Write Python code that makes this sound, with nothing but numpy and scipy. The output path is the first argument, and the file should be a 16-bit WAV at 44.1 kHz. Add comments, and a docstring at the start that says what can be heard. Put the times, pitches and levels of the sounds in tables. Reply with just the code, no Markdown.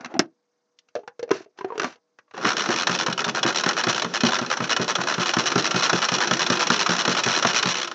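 """A hand-pumped vegetable chopper on a cutting board, close to a small microphone, over faint whine and hiss.
A ring dies away and fingers rustle as the lid is lifted, set on the plastic bowl and twisted shut: noise cracks
over damped tones, with short slides. Then a palm pumps the lever: blades swish and rumble as filtered noise,
gear teeth click and grind, and each landing palm thumps the board with low damped tones. After each push the lever
springs back in a run of ratchet clicks and hits its stop. Near walls answer the handling and the pumping."""
import sys
import numpy as np
from scipy import signal
from scipy.fft import rfft, irfft, next_fast_len
from scipy.io import wavfile
from scipy.ndimage import uniform_filter1d, map_coordinates

SR = 44100
rng = np.random.default_rng(int(sys.argv[2]) if len(sys.argv) > 2 else 0)


def master_out(mix):
    """Clip the mix to full scale and print it as 16-bit PCM to the path in sys.argv[1]."""
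    frames = np.transpose(np.atleast_2d(mix))
    ceiling = np.clip(frames, -1, 1)
    pcm = np.round(ceiling * 32767).astype(np.int16)
    wavfile.write(sys.argv[1], SR, pcm)


N = 350230


def amp(db):
    """dB to gain."""
    return 10 ** (np.asarray(db) / 20)


def unit(x):
    """Scaled to rms 1."""
    return x / np.sqrt(np.mean(x ** 2) + 1e-20)


def noise():
    """White noise as long as the scene."""
    return rng.standard_normal(N)


def along(points, hz):
    """Read (frequency [Hz], value) points on a log frequency axis."""
    f, v = np.transpose(points)
    return np.interp(np.log(hz + 1), np.log(f + 1), v)


def peaks(table, hz):
    """Colour in dB of resonances (frequency [Hz], width [Hz], level [dB])."""
    return sum(db / (1 + (2 * (hz - centre) / width) ** 2) for centre, width, db in table)


def wobble(rate):
    """A smooth random curve with rate knots a second."""
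    knots = rng.standard_normal(int(N * rate / SR) + 4)
    return map_coordinates(knots, [np.arange(N) * rate / SR])


def coloured(x, db_of):
    """x through the causal, minimum-phase filter whose gain in dB is db_of(Hz)."""
    m = next_fast_len(N + SR // 2) * 2
    gain_db = np.maximum(db_of(np.fft.rfftfreq(m, 1 / SR)), -120)
    cepstrum = irfft(np.log(amp(gain_db)), m)
    # folding the cepstrum forward keeps all of the response after the blow
    cepstrum = np.concatenate([cepstrum[:1], 2 * cepstrum[1:m // 2], np.zeros(m // 2)])
    return irfft(rfft(x, m) * np.exp(rfft(cepstrum)), m)[:N]


def bursts(times, db, t60, rise):
    """Envelope of blows that rise fast and die away; energies add."""
    power, t = np.zeros(N + SR), np.arange(SR // 5) / SR
    for s, level, life in zip(times, db, np.broadcast_to(t60, len(times))):
        blow = amp(level - 60 * t / life) * (1 - np.exp(-t / rise))
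        power[round(s * SR):][:len(t)] += blow ** 2
    return np.sqrt(power[:N])


def rings(times, db, hz, t60, rise):
    """One damped tone for each blow."""
    out, t = np.zeros(N + SR), np.arange(SR // 4) / SR
    for s, level, f, life in np.broadcast(times, db, hz, t60):
        envelope = amp(level - 60 * t / life) * (1 - np.exp(-t / rise))
        out[round(s * SR):][:len(t)] += envelope * np.sin(2 * np.pi * f * t)
    return out[:N]


def stretches(start, end, db, fade_db):
    """Envelope of steady friction that sags by fade_db; 2 ms smoothing rounds both edges."""
    level = np.zeros(N)
    for a, b, top in zip(start, end, db):
        a, b = round(a * SR), round(b * SR)
        level[a:b] = amp(top - np.linspace(0, fade_db, b - a))
    fade = np.exp(-1 / (0.002 * SR))
    return signal.lfilter([1 - fade], [1, -fade], level)


def split(hz, side):
    """dB of one half of the band around 2100 Hz: positive keeps the bright crack, negative the mid clack."""
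    return -10 * np.log10(1 + (2100 / (hz + 1)) ** (6 * side))


def clatter(crack, clack, colour):
    """Plastic on plastic: noise under a bright and a mid envelope, ringing in the given colour."""
    out = 0
    for side, envelope in ((1, crack), (-1.11, clack)):
        half = lambda hz: colour(hz) + split(hz, side)
        loudness = np.std(coloured(noise(), half))
        out = out + coloured(envelope * noise(), half) / loudness
    return out


# hiss colour: (frequency [Hz], relative level [dB])
HISS = [(35, -78), (60, -39), (202, -11), (413, -12.5), (478, -9), (565, -16), (916, -15), (2720, -22.5),
        (6300, -19.5), (9000, -35.5), (11700, -66.5), (19800, -120)]
# thin steady tones: (frequency [Hz], level before WHINE_LIFT_DB [dB])
WHINE = [(296.1, -96), (484.5, -85.5), (635.2, -93), (1082, -100.5), (2164, -102), (4867, -100),
         (5992, -104), (6487, -101)]
HISS_DB, WHINE_LIFT_DB = -76.5, 7.5  # hiss in dB rms


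def background():
    """Coloured-noise hiss and a few thin sine tones, slightly wavering in level."""
    t = np.arange(N) / SR
    tones = 0
    for hz, db in WHINE:
        tones = tones + amp(db + WHINE_LIFT_DB + 1.5 * wobble(8)) * np.sin(2 * np.pi * hz * t)
    return tones + amp(HISS_DB) * unit(coloured(noise(), lambda hz: along(HISS, hz)))


# one ring dying away as the scene opens: (time [s], level [dB], frequency [Hz], t60 [s])
FADING_TONE = (0, -46, 1450, .25)


def fading_tone():
    """A single damped resonance."""
    at, db, hz, t60 = FADING_TONE
    return rings(at, db, hz, t60, .002)


# fingers sliding on the lid, one list per touch: (time [s], level before RUSTLE_LIFT_DB [dB])
RUSTLE = [
    [(0.0, -49.5), (0.098, -52), (0.12, -49), (0.234, -76), (0.3, -80)],
    [(1.56, -69.5), (1.638, -58.5), (1.756, -47), (1.776, -51), (1.814, -33), (1.896, -48), (1.936, -65),
     (2.0, -74.5)],
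]
RUSTLE_LIFT_DB = 3


def rustle():
    """Dull, lumpy friction of skin on plastic."""
    t = np.arange(N) / SR
    level = sum(amp(np.interp(t, *np.transpose(touch), left=-120, right=-120)) for touch in RUSTLE)
    # (frequency [Hz], relative level [dB])
    skin = [(120, -29), (300, 2), (800, 2.5), (1600, -6), (3500, -24), (7000, -30), (9000, -73)]
    lumpy = amp(4.6 * wobble(54)) * noise()
    return amp(RUSTLE_LIFT_DB) * level * unit(coloured(lumpy, lambda hz: along(skin, hz)))


# the hardest knock snaps brightly: (time [s], level [dB], frequency [Hz], t60 [s])
SNAP = (0.1932, 5, 5300, .005)


def snap():
    """A very short, high damped tone."""
    at, db, hz, t60 = SNAP
    return rings(at, db, hz, t60, .0003)


# lid sliding on the rim: (start [s], end [s], bright level [dB], mid level [dB])
SLIDES = [(.205, .265, -51, -48), (.96, 1.023, -56, -54), (1.329, 1.45, -41, -39), (1.574, 1.64, -52, -54),
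          (1.844, 1.95, -40, -38)]
SLIDE_FADE_DB = 23  # from its start to its end


def slides():
    """Bright and mid envelopes of grainy friction, fading as the lid slows down."""
    start, end, bright_db, mid_db = np.transpose(SLIDES)
    grain = amp(2.2 * wobble(150))
    bright = grain * stretches(start, end, bright_db, SLIDE_FADE_DB)
    mid = grain * stretches(start, end, mid_db, SLIDE_FADE_DB)
    return bright, mid


# handling knocks; hollow and wall pitch change with how the lid is held and how far it covers the bowl:
# (time [s], bright crack [dB], mid clack [dB], hollow level [dB], hollow pitch [Hz], wall level [dB],
# wall pitch [Hz])
KNOCKS = [(0.0074, -42, -37.5, -35.5, 262, -40.5, 736), (0.0454, -33, -25, -34, 259, -36, 1202),
          (0.0575, -34.5, -30, -31, 240, -34, 750), (0.1395, -44, -31, -23.5, 334, -28, 760),
          (0.1516, -58.5, -41.5, -23.5, 330, -22, 792), (0.1643, -61.5, -36.5, -20.5, 260, -22, 677),
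          (0.1927, -8, -14, -5, 301, -15, 705), (0.198, -26, -20, -9.5, 312, -15, 628),
          (0.7877, -43.5, -75, -75.5, 472, -75, 740), (0.8854, -53.5, -56, -74, 488, -69, 660),
          (0.9525, -32.5, -30, -25, 580, -18.5, 622), (0.961, -56, -34.5, -18.5, 491, -20.5, 610),
          (0.9903, -56, -55, -34.5, 423, -30, 646), (1.034, -74.5, -55, -40.5, 430, -41.5, 860),
          (1.076, -39.5, -32, -33, 490, -31, 810), (1.1931, -37, -34, -24, 471, -47, 1110),
          (1.228, -33, -34, -17, 473, -32, 830), (1.278, -59, -51, -35.5, 488, -39, 622),
          (1.291, -46.5, -39, -37, 453, -33.5, 630), (1.3068, -33.5, -20, -13.5, 464, -19, 633),
          (1.3131, -19.5, -19.5, -5.5, 384, -14.5, 1013), (1.351, -50, -44, -28, 400, -27, 633),
          (1.4053, -64, -52, -31, 370, -37, 676), (1.4605, -77, -62, -41.5, 422, -44, 630),
          (1.587, -41, -37, -34.5, 372, -35.5, 880), (1.6094, -47, -34, -27.5, 400, -21.5, 1010),
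          (1.6448, -41.5, -33, -16, 381, -20.5, 728), (1.703, -67, -43, -28, 463, -23, 1077),
          (1.721, -68, -38, -25, 475, -23, 950), (1.7552, -58, -37, -27, 434, -36, 730),
          (1.7781, -28, -32, -20.5, 424, -29, 1217), (1.7967, -20.5, -15, -24, 370, -29, 785),
          (1.8174, -25.5, -26, -22, 383, -19.5, 1500), (1.8312, -26.5, -25, -22, 422, -21, 640),
          (1.8429, -21.5, -18.5, -20.5, 242, -22, 748), (1.957, -52.5, -55, -51, 480, -53, 650),
          (2.1868, -51, -41, -49, 477, -55.5, 858), (2.2797, -77, -65, -66, 610, -55.5, 1120),
          (2.31, -55, -43, -62, 483, -50, 1180), (2.343, -48, -34, -31, 430, -33, 1090),
          (2.377, -35.5, -30, -33, 540, -24.5, 760)]
# colour of a knock: (frequency [Hz], relative level [dB])
RIM = [(500, -13), (1200, -0.5), (1700, -3.5), (2800, -3.5), (4500, -5), (6000, -4), (7300, -16),
       (8800, -50), (12000, -100)]
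# rim resonances: (frequency [Hz], width [Hz], level [dB])
RIM_PEAKS = [(1600, 300, 4), (2700, 200, 7), (4200, 300, 4), (5800, 400, 4)]
HOLLOW_T60, WALL_T60, CLACK_T60 = .064, .04, .039  # s
CRACK_T60 = .028  # s, for a crack at -40 dB
HARD_SHORTER = .08  # dB of crack length lost for each dB above -40: hard blows are brief


def knocks():
    """The lid meets the rim: the air in the bowl and the wall ring under each crack."""
    s, crack_db, clack_db, hollow_db, hollow_hz, wall_db, wall_hz = np.transpose(KNOCKS)
    hollow = rings(s, hollow_db, hollow_hz, HOLLOW_T60, 0.00091)
    wall = rings(s, wall_db, wall_hz, WALL_T60, 0.00058)
    crack_t60 = CRACK_T60 * amp(-HARD_SHORTER * (crack_db + 40))
    bright_slide, mid_slide = slides()
    crack = np.hypot(bursts(s, crack_db, crack_t60, 0.00074), bright_slide)
    clack = np.hypot(bursts(s, clack_db, CLACK_T60, 0.00073), mid_slide)
    rim = lambda hz: along(RIM, hz) + peaks(RIM_PEAKS, hz)
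    return hollow + wall + snap() + clatter(crack, clack, rim)


# decay of the walls' answer: (frequency [Hz], t60 [s])
KITCHEN = [(150, 0.19), (500, 0.16), (2000, 0.091), (7000, 0.052)]


def kitchen(x):
    """The near walls answer, each frequency dying at its own speed; overlapping slices get fresh random tails."""
    out, step = np.zeros(N + SR), SR // 8
    window = np.hanning(2 * step)
    x = np.pad(x, (step, 2 * step))
    for at in range(0, N + step, step):
        hz, t, z = signal.stft(rng.standard_normal(SR // 3), SR, nperseg=256)
        decay = amp(-60 * t / along(KITCHEN, hz)[:, None])
        tail = signal.istft(z * decay, SR, nperseg=256)[1]
        answer = signal.fftconvolve(x[at:at + 2 * step] * window, tail / np.linalg.norm(tail))
        out[at + 200:][:len(answer)] += answer  # 200 samples, about 4.5 ms late
    return out[step:step + N]


# gearbox colour: (frequency [Hz], relative level [dB])
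GEARBOX = [(290, -31), (500, -5.5), (1170, -1), (1370, 2.5), (2140, -8.5), (2950, -8.5), (3680, -11),
           (4060, -5.5), (4770, -14), (5660, -4.5), (7330, -23.5), (8820, -51.5), (9500, -63.5),
           (12400, -100), (20900, -120)]
# lid resonances: (frequency [Hz], width [Hz], level [dB])
SHELL = [(1037, 85, 1.5), (1320, 140, 0), (1750, 110, 1.5), (2525, 61, 6.5), (2950, 190, 5), (3420, 140, 5),
         (4070, 100, -0.5), (5750, 300, -0.5)]


def plastic(hz):
    """The gearbox colour with the lid resonances, in dB."""
    return along(GEARBOX, hz) + peaks(SHELL, hz)


# rumble colour: (frequency [Hz], relative level [dB])
RUMBLE = [(35, -61.5), (60, -34.5), (100, -15), (172, -4.5), (236, -0.5), (280, -5), (347, 4), (499, -4.5),
          (900, -14.5), (1170, -41.5), (1980, -120)]
# blades coasting in the leaves: (time [s], swish before SWISH_DB [dB], rumble before RUMBLE_DB [dB])
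COAST = [(2.33, -67, -79), (2.55, -31, -36), (2.63, -26, -37.5), (2.88, -34, -34), (3.2, -39, -37),
         (3.8, -30, -36.5), (4.06, -34, -36), (4.95, -32, -37), (5.45, -27, -34.5), (7.38, -26, -36),
         (7.59, -25.5, -36), (7.94, -40, -43.5)]
# the blades start from rest: (start [s], end [s], then levels at the start: bright grind [dB],
# mid grind [dB], rumble [dB])
FIRST_PUSH = [(2.335, 2.46, -56, -47, -49)]
SWISH_DB, RUMBLE_DB = -7, -1.5  # offsets to the coasting levels
KICK_DB, KICK_T60 = -7, 0.32  # each push speeds the blades: rumble against the upper board modes; decay in s
SPIN_UP_DB = 22  # growth over the first push


def blades():
    """The turning blades swish through leaves and rumble, surging with each push."""
    at, swish_db, rumble_db = np.transpose(COAST)
    level = lambda db: amp(np.interp(np.arange(N) / SR, at, db, left=-120))
    landing, _, upper_db, *_ = np.transpose(PUSHES)
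    kick = bursts(landing, upper_db + KICK_DB, KICK_T60, 0.0073)
    start, stop, *_, first_db = np.transpose(FIRST_PUSH)
    churn = np.hypot(level(rumble_db + RUMBLE_DB), kick) + stretches(start, stop, first_db, -SPIN_UP_DB)
    swish = unit(coloured(noise(), plastic))
    rumble = unit(coloured(amp(2.5 * wobble(40)) * noise(), lambda hz: along(RUMBLE, hz)))
    return level(swish_db + SWISH_DB) * swish + churn * rumble


BITE_S, PART_S = 0.014, 0.011  # bright grind starts after landing, all drive grind ends before release
DRIVE_FADE_DB = 6  # sag of the mid grind
RATCHET_BED_DB = -14  # grind under the ratchet clicks


def mesh():
    """Bright and mid envelopes of the grinding, while the palm drives and while the ratchet runs."""
    s, *_, bright_db, mid_db, end, _ = np.transpose(PUSHES)
    first, last, _, crack_db, clack_db, *_ = np.transpose(RETURNS)
    start, stop, *first_db, _ = np.transpose(FIRST_PUSH)
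    bed = []
    for run_db, start_db in zip((crack_db, clack_db), first_db):
        run = stretches(first, last + TOOTH_S, run_db + RATCHET_BED_DB, fade_db=5)
        bed.append(run + stretches(start, stop, start_db, -SPIN_UP_DB))
    bright = stretches(s + BITE_S, end - PART_S, bright_db, fade_db=5)
    mid = stretches(s, end - PART_S, mid_db, DRIVE_FADE_DB)
    return bed[0] + bright, bed[1] + mid


# single clicks: (time [s], crack [dB], clack [dB])
LOOSE = [(2.435, -29, -24), (2.6385, -24, -18.5), (5.502, -20, -24), (6.439, -24, -26),
         (7.9135, -23.5, -22)]
# the palm pushes the lever down: (landing [s], lower board modes [dB], upper board modes [dB],
# landing crack [dB], landing clack [dB], hardest tooth [s], its crack [dB], bright grind [dB],
# mid grind [dB], release [s], release tick [dB])
PUSHES = [(2.446, -30.5, -21.5, -23, -20.5, 2.4885, -17.5, -26, -23, 2.53, -22),
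          (2.688, -36, -20, -21.5, -19, 2.7263, -17, -29, -25.5, 2.76, -15),
          (2.894, -25, -24, -16.5, -14, 2.9494, -16.5, -26.5, -27, 2.975, -26),
          (3.082, -27, -28.5, -24, -18.5, 3.1106, -30, -38, -31.5, 3.126, -16.5),
          (3.264, -30, -26.5, -28, -23, 3.2937, -17, -30, -27.5, 3.31, -32),
          (3.447, -29, -21, -34, -24, 3.4853, -17.5, -26, -25, 3.525, -22),
          (3.661, -33, -23, -17, -13.5, 3.6887, -11.5, -29, -23.5, 3.731, -21.5),
          (3.868, -24, -23, -20, -16.5, 3.8949, -13.5, -22.5, -24, 3.927, -16),
          (4.045, -28.5, -31, -20.5, -15.5, 4.0592, -32, -47.5, -36, 4.085, -42),
          (4.234, -22, -15, -14.5, -13, 4.2661, -13, -24.5, -24.5, 4.306, -22),
          (4.413, -30, -26, -25, -22, 4.424, -25.5, -42, -31.5, 4.462, -24),
          (4.603, -26.5, -25.5, -27, -17.5, 4.64, -19, -34, -29.5, 4.673, -26),
          (4.796, -22.5, -23.5, -28, -17, 4.8218, -22.5, -27.5, -30.5, 4.843, -22),
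          (4.984, -25.5, -31, -29, -24, 5.0141, -21, -34, -28.5, 5.035, -19),
          (5.18, -23, -23.5, -24, -20, 5.2257, -26, -27, -26.5, 5.246, -27),
          (5.366, -24, -23.5, -20, -16.5, 5.3857, -16, -27.5, -29, 5.438, -24.5),
          (5.556, -18, -19, -17, -16, 5.5936, -17, -26, -26, 5.623, -21.5),
          (5.743, -23, -23, -20, -15.5, 5.7636, -18, -25.5, -30, 5.807, -17),
          (5.93, -22, -19, -13, -13.5, 5.9802, -21.5, -26, -28, 6.002, -25),
          (6.118, -24, -26.5, -15.5, -18, 6.1382, -14, -26, -28, 6.183, -16),
          (6.31, -22, -22, -13, -9, 6.3338, -14, -26.5, -31, 6.368, -17),
          (6.5, -24, -18.5, -11.5, -13, 6.5214, -16, -26.5, -26, 6.571, -17),
          (6.701, -25, -19.5, -10.5, -9, 6.7604, -19.5, -23.5, -27, 6.777, -22),
          (6.891, -23, -23, -13, -11.5, 6.9041, -16, -26, -26.5, 6.964, -17),
          (7.077, -22, -21, -12.5, -12.5, 7.116, -20, -24.5, -28, 7.148, -15.5),
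          (7.261, -25, -23, -15, -15, 7.3149, -15, -24, -24, 7.327, -16),
          (7.448, -24.5, -23.5, -15.5, -8, 7.4724, -18, -23, -26.5, 7.532, -18),
          (7.656, -24.5, -25, -16, -16, 7.6764, -21.5, -24, -27.5, 7.742, -19.5)]
TOOTH_S, TOOTH_JITTER = .013, .3  # drive teeth: spacing in s, its scatter as a share of the spacing
TOOTH_OVER_DB, TOOTH_SCATTER_DB = 5.5, 1  # level over the grind, and its scatter
TICK_CLACK_DB = -3.5  # clack of the release tick under its crack
TOOTH_T60, TOOTH_RISE_S = .029, .001  # s


def teeth():
    """The loose clicks and those of each push as (s, crack dB, clack dB): landing, drive teeth, release."""
    rows = list(LOOSE)
    chance = rng.standard_normal((len(PUSHES), 3, 12))
    for push, z in zip(PUSHES, chance):
        s, _, _, crack, clack, hard_s, hard, bright, mid, end, tick = push
        rows += [(s, crack, clack), (hard_s, hard, mid + TOOTH_OVER_DB), (end, tick, tick + TICK_CLACK_DB)]
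        at = s + BITE_S + TOOTH_S * (np.arange(12) + .5 + TOOTH_JITTER * z[0])
        size = TOOTH_OVER_DB + TOOTH_SCATTER_DB * z[1:]
        # teeth stop clicking before the release
        rows += [row for row in zip(at, bright + size[0], mid + size[1]) if row[0] < end - PART_S]
    return np.transpose(rows)


# lower and upper board modes, one list each: (frequency [Hz], level against the push [dB], t60 [s])
BOARD = [(137, -5, 0.17), (179.4, 2, 0.17)], [(230.6, 0, 0.15), (377, 0, 0.043)]


def thumps():
    """The palm lands on the lever: the board booms in its modes and the bowl shudders."""
    s, low_db, high_db, *_ = np.transpose(PUSHES)
    boom = 0
    for push_db, modes in zip((low_db, high_db), BOARD):
        for hz, mode_db, t60 in modes:
            boom = boom + rings(s, push_db + mode_db, hz, t60, 0.0014)
    shudder = unit(coloured(noise(), lambda hz: along(RUMBLE, hz)))
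    return boom + bursts(s, high_db + 0.5, 0.11, 0.0017) * shudder


# the lever springs back over its ratchet to the stop: (first click [s], last click [s], clicks [count],
# crack before the run's shape [dB], clack before the run's shape [dB], stop [s], stop crack [dB],
# stop clack [dB])
RETURNS = [(2.567, 2.62, 5, -19, -22, 2.658, -18, -17.5), (2.7737, 2.832, 6, -20, -22, 2.87, -9.5, -9),
           (2.987, 3.0315, 5, -18.5, -21.5, 3.063, -12.5, -11.5),
           (3.1775, 3.217, 4, -20, -19, 3.243, -12.5, -14), (3.348, 3.39, 5, -20, -19, 3.43, -9.5, -12),
           (3.546, 3.609, 6, -17.5, -21.5, 3.636, -12, -12.5),
           (3.7665, 3.81, 6, -20.5, -19.5, 3.837, -11.5, -14.5),
           (3.946, 3.996, 4, -18.5, -19.5, 4.02, -13.5, -13.5),
           (4.137, 4.174, 5, -18.5, -20, 4.206, -12, -19.5),
           (4.32, 4.3644, 5, -18.5, -18, 4.387, -15.5, -14), (4.501, 4.537, 4, -19, -18, 4.57, -17, -16),
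           (4.694, 4.729, 5, -16, -19, 4.764, -11, -12), (4.879, 4.9146, 5, -18.5, -20, 4.953, -10.5, -10),
           (5.071, 5.1225, 5, -17, -18, 5.14, -14.5, -16),
           (5.257, 5.302, 5, -18.5, -19.5, 5.336, -11.5, -13),
           (5.457, 5.481, 5, -17, -21, 5.517, -13.5, -13), (5.643, 5.674, 4, -16.5, -22, 5.709, -11, -13),
           (5.8237, 5.8684, 7, -16, -18.5, 5.895, -9.5, -8.5),
           (6.017, 6.058, 6, -17.5, -19.5, 6.086, -10.5, -14),
           (6.204, 6.244, 5, -17, -17, 6.273, -13.5, -16),
           (6.393, 6.428, 4, -16.5, -16.5, 6.464, -11.5, -15.5),
           (6.593, 6.634, 7, -18, -20.5, 6.669, -10.5, -16.5),
           (6.7925, 6.828, 5, -15, -20, 6.862, -11.5, -11.5),
           (6.982, 7.017, 5, -16.5, -21, 7.051, -11.5, -12), (7.166, 7.199, 5, -17, -18, 7.236, -8.5, -20),
           (7.3377, 7.387, 5, -15, -20, 7.425, -10, -11),
           (7.544, 7.594, 7, -15.5, -20.5, 7.627, -8.5, -11.5),
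           (7.753, 7.845, 7, -20, -23.5, 7.874, -19, -23)]
RATCHET_OVER_DB = 4  # top of the run's shape, over the listed level
ARCH_DB, ARCH_TOP = 2, .45  # clicks are strongest at this share of the run and weaker toward its ends
RATCHET_SCATTER_DB, RATCHET_JITTER_S = 1.5, .0004
RATCHET_T60, RATCHET_RISE_S = .022, .0012  # s; shorter than the drive teeth, so each click stands apart


def ratchet():
    """The nearly even clicks of each return as (s, crack dB, clack dB)."""
    rows = []
    chance = rng.standard_normal((len(RETURNS), 3, 12))
    for (first, last, count, crack, clack, *_), z in zip(RETURNS, chance):
        u, z = np.linspace(0, 1, round(count)), z[:, :round(count)]
        arch = RATCHET_OVER_DB - ARCH_DB * ((u - ARCH_TOP) / .5) ** 2
        size = arch + RATCHET_SCATTER_DB * z[1:]
        at = first + u * (last - first) + RATCHET_JITTER_S * z[0]
        rows += zip(at, crack + size[0], clack + size[1])
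    return np.transpose(rows)


STOP_RISE_S, STOP_LEAD_S, STOP_T60 = .003, .0008, .037  # s; the stop is padded, so its click swells


def stops():
    """The lever meets its padded stop: clicks as (s, crack dB, clack dB), begun early to swell."""
    s, crack_db, clack_db = np.transpose(RETURNS)[-3:]
    return s - STOP_LEAD_S, crack_db, clack_db


PING_DB, PING_T60, PING_DETUNE = -6, .03, .05  # against the click; s; largest share of the pitch


def pings(s, crack_db, clack_db):
    """Each click rings one lid resonance picked by chance."""
    pick, detune = rng.random((len(s), 2)).T
    lid_hz = np.transpose(SHELL)[0][(pick * len(SHELL)).astype(int)]
    hz = lid_hz * (1 + PING_DETUNE * (2 * detune - 1))
    click_db = np.where(hz > 2100, crack_db, clack_db)
    return rings(s, click_db + PING_DB, hz, PING_T60, .001)


CLACK_SLOWER = 1.3  # the mid clack rises and dies this much slower than the crack


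def clicks():
    """Bright and mid envelopes of all clicks, and their rings."""
    kinds = [(teeth(), TOOTH_T60, TOOTH_RISE_S),
             (ratchet(), RATCHET_T60, RATCHET_RISE_S),
             (stops(), STOP_T60, STOP_RISE_S)]
    crack_power, clack_power, ping = 0, 0, 0
    for (s, crack_db, clack_db), t60, rise in kinds:
        crack_power = crack_power + bursts(s, crack_db, t60, rise) ** 2
        clack_power = clack_power + bursts(s, clack_db, CLACK_SLOWER * t60, CLACK_SLOWER * rise) ** 2
        ping = ping + pings(s, crack_db, clack_db)
    return np.sqrt(crack_power), np.sqrt(clack_power), ping


def gears():
    """Plastic teeth click and ring over the grind of the mesh."""
    crack, clack, ping = clicks()
    grit = unit(amp(4 * wobble(300)))  # small teeth chatter
    bright, mid = mesh()
    return clatter(np.hypot(crack, grit * bright), np.hypot(clack, grit * mid), plastic) + ping


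def scene():
    """The chopper in its room."""
    handling = fading_tone() + rustle() + knocks()
    pumping = blades() + gears() + thumps()
    chopper = handling + pumping
    return (background() + chopper + amp(-12.5) * kitchen(chopper))[None]


def suppress(x, gate_db, depth_db):
    """A noise suppressor turns down every band that falls under its gate, by depth_db at most."""
    z = signal.stft(x, nperseg=256)[2]
    power = uniform_filter1d(uniform_filter1d(abs(z) ** 2, size=9, axis=0), size=5, axis=1)
    # squared power, a fourth power of amplitude, makes the gate steep
    gain = np.maximum(power ** 2 / (power ** 2 + amp(4 * gate_db)), amp(-depth_db))
    return signal.istft(z * gain, nperseg=256)[1][:N]


TOP_HZ = 16800  # upper band limit


def record(dry):
    """A microphone without deep bass, noise suppression, soft clipping of the highest peaks, and a band limit."""
    thin = coloured(dry[0], lambda hz: -10 * np.log10(1 + (105 / (hz + 1)) ** 12))
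    quiet = suppress(thin, gate_db=-96.875, depth_db=7.5)  # gate on the amplitude of each band
    clipped = quiet / (1 + abs(quiet / .98) ** 8) ** (1 / 8)
    m = next_fast_len(N + SR // 2)
    in_band = np.fft.rfftfreq(m, 1 / SR) < TOP_HZ
    return irfft(rfft(clipped, m) * in_band, m)[None, :N]


dry = scene()
out = record(dry)
master_out(out)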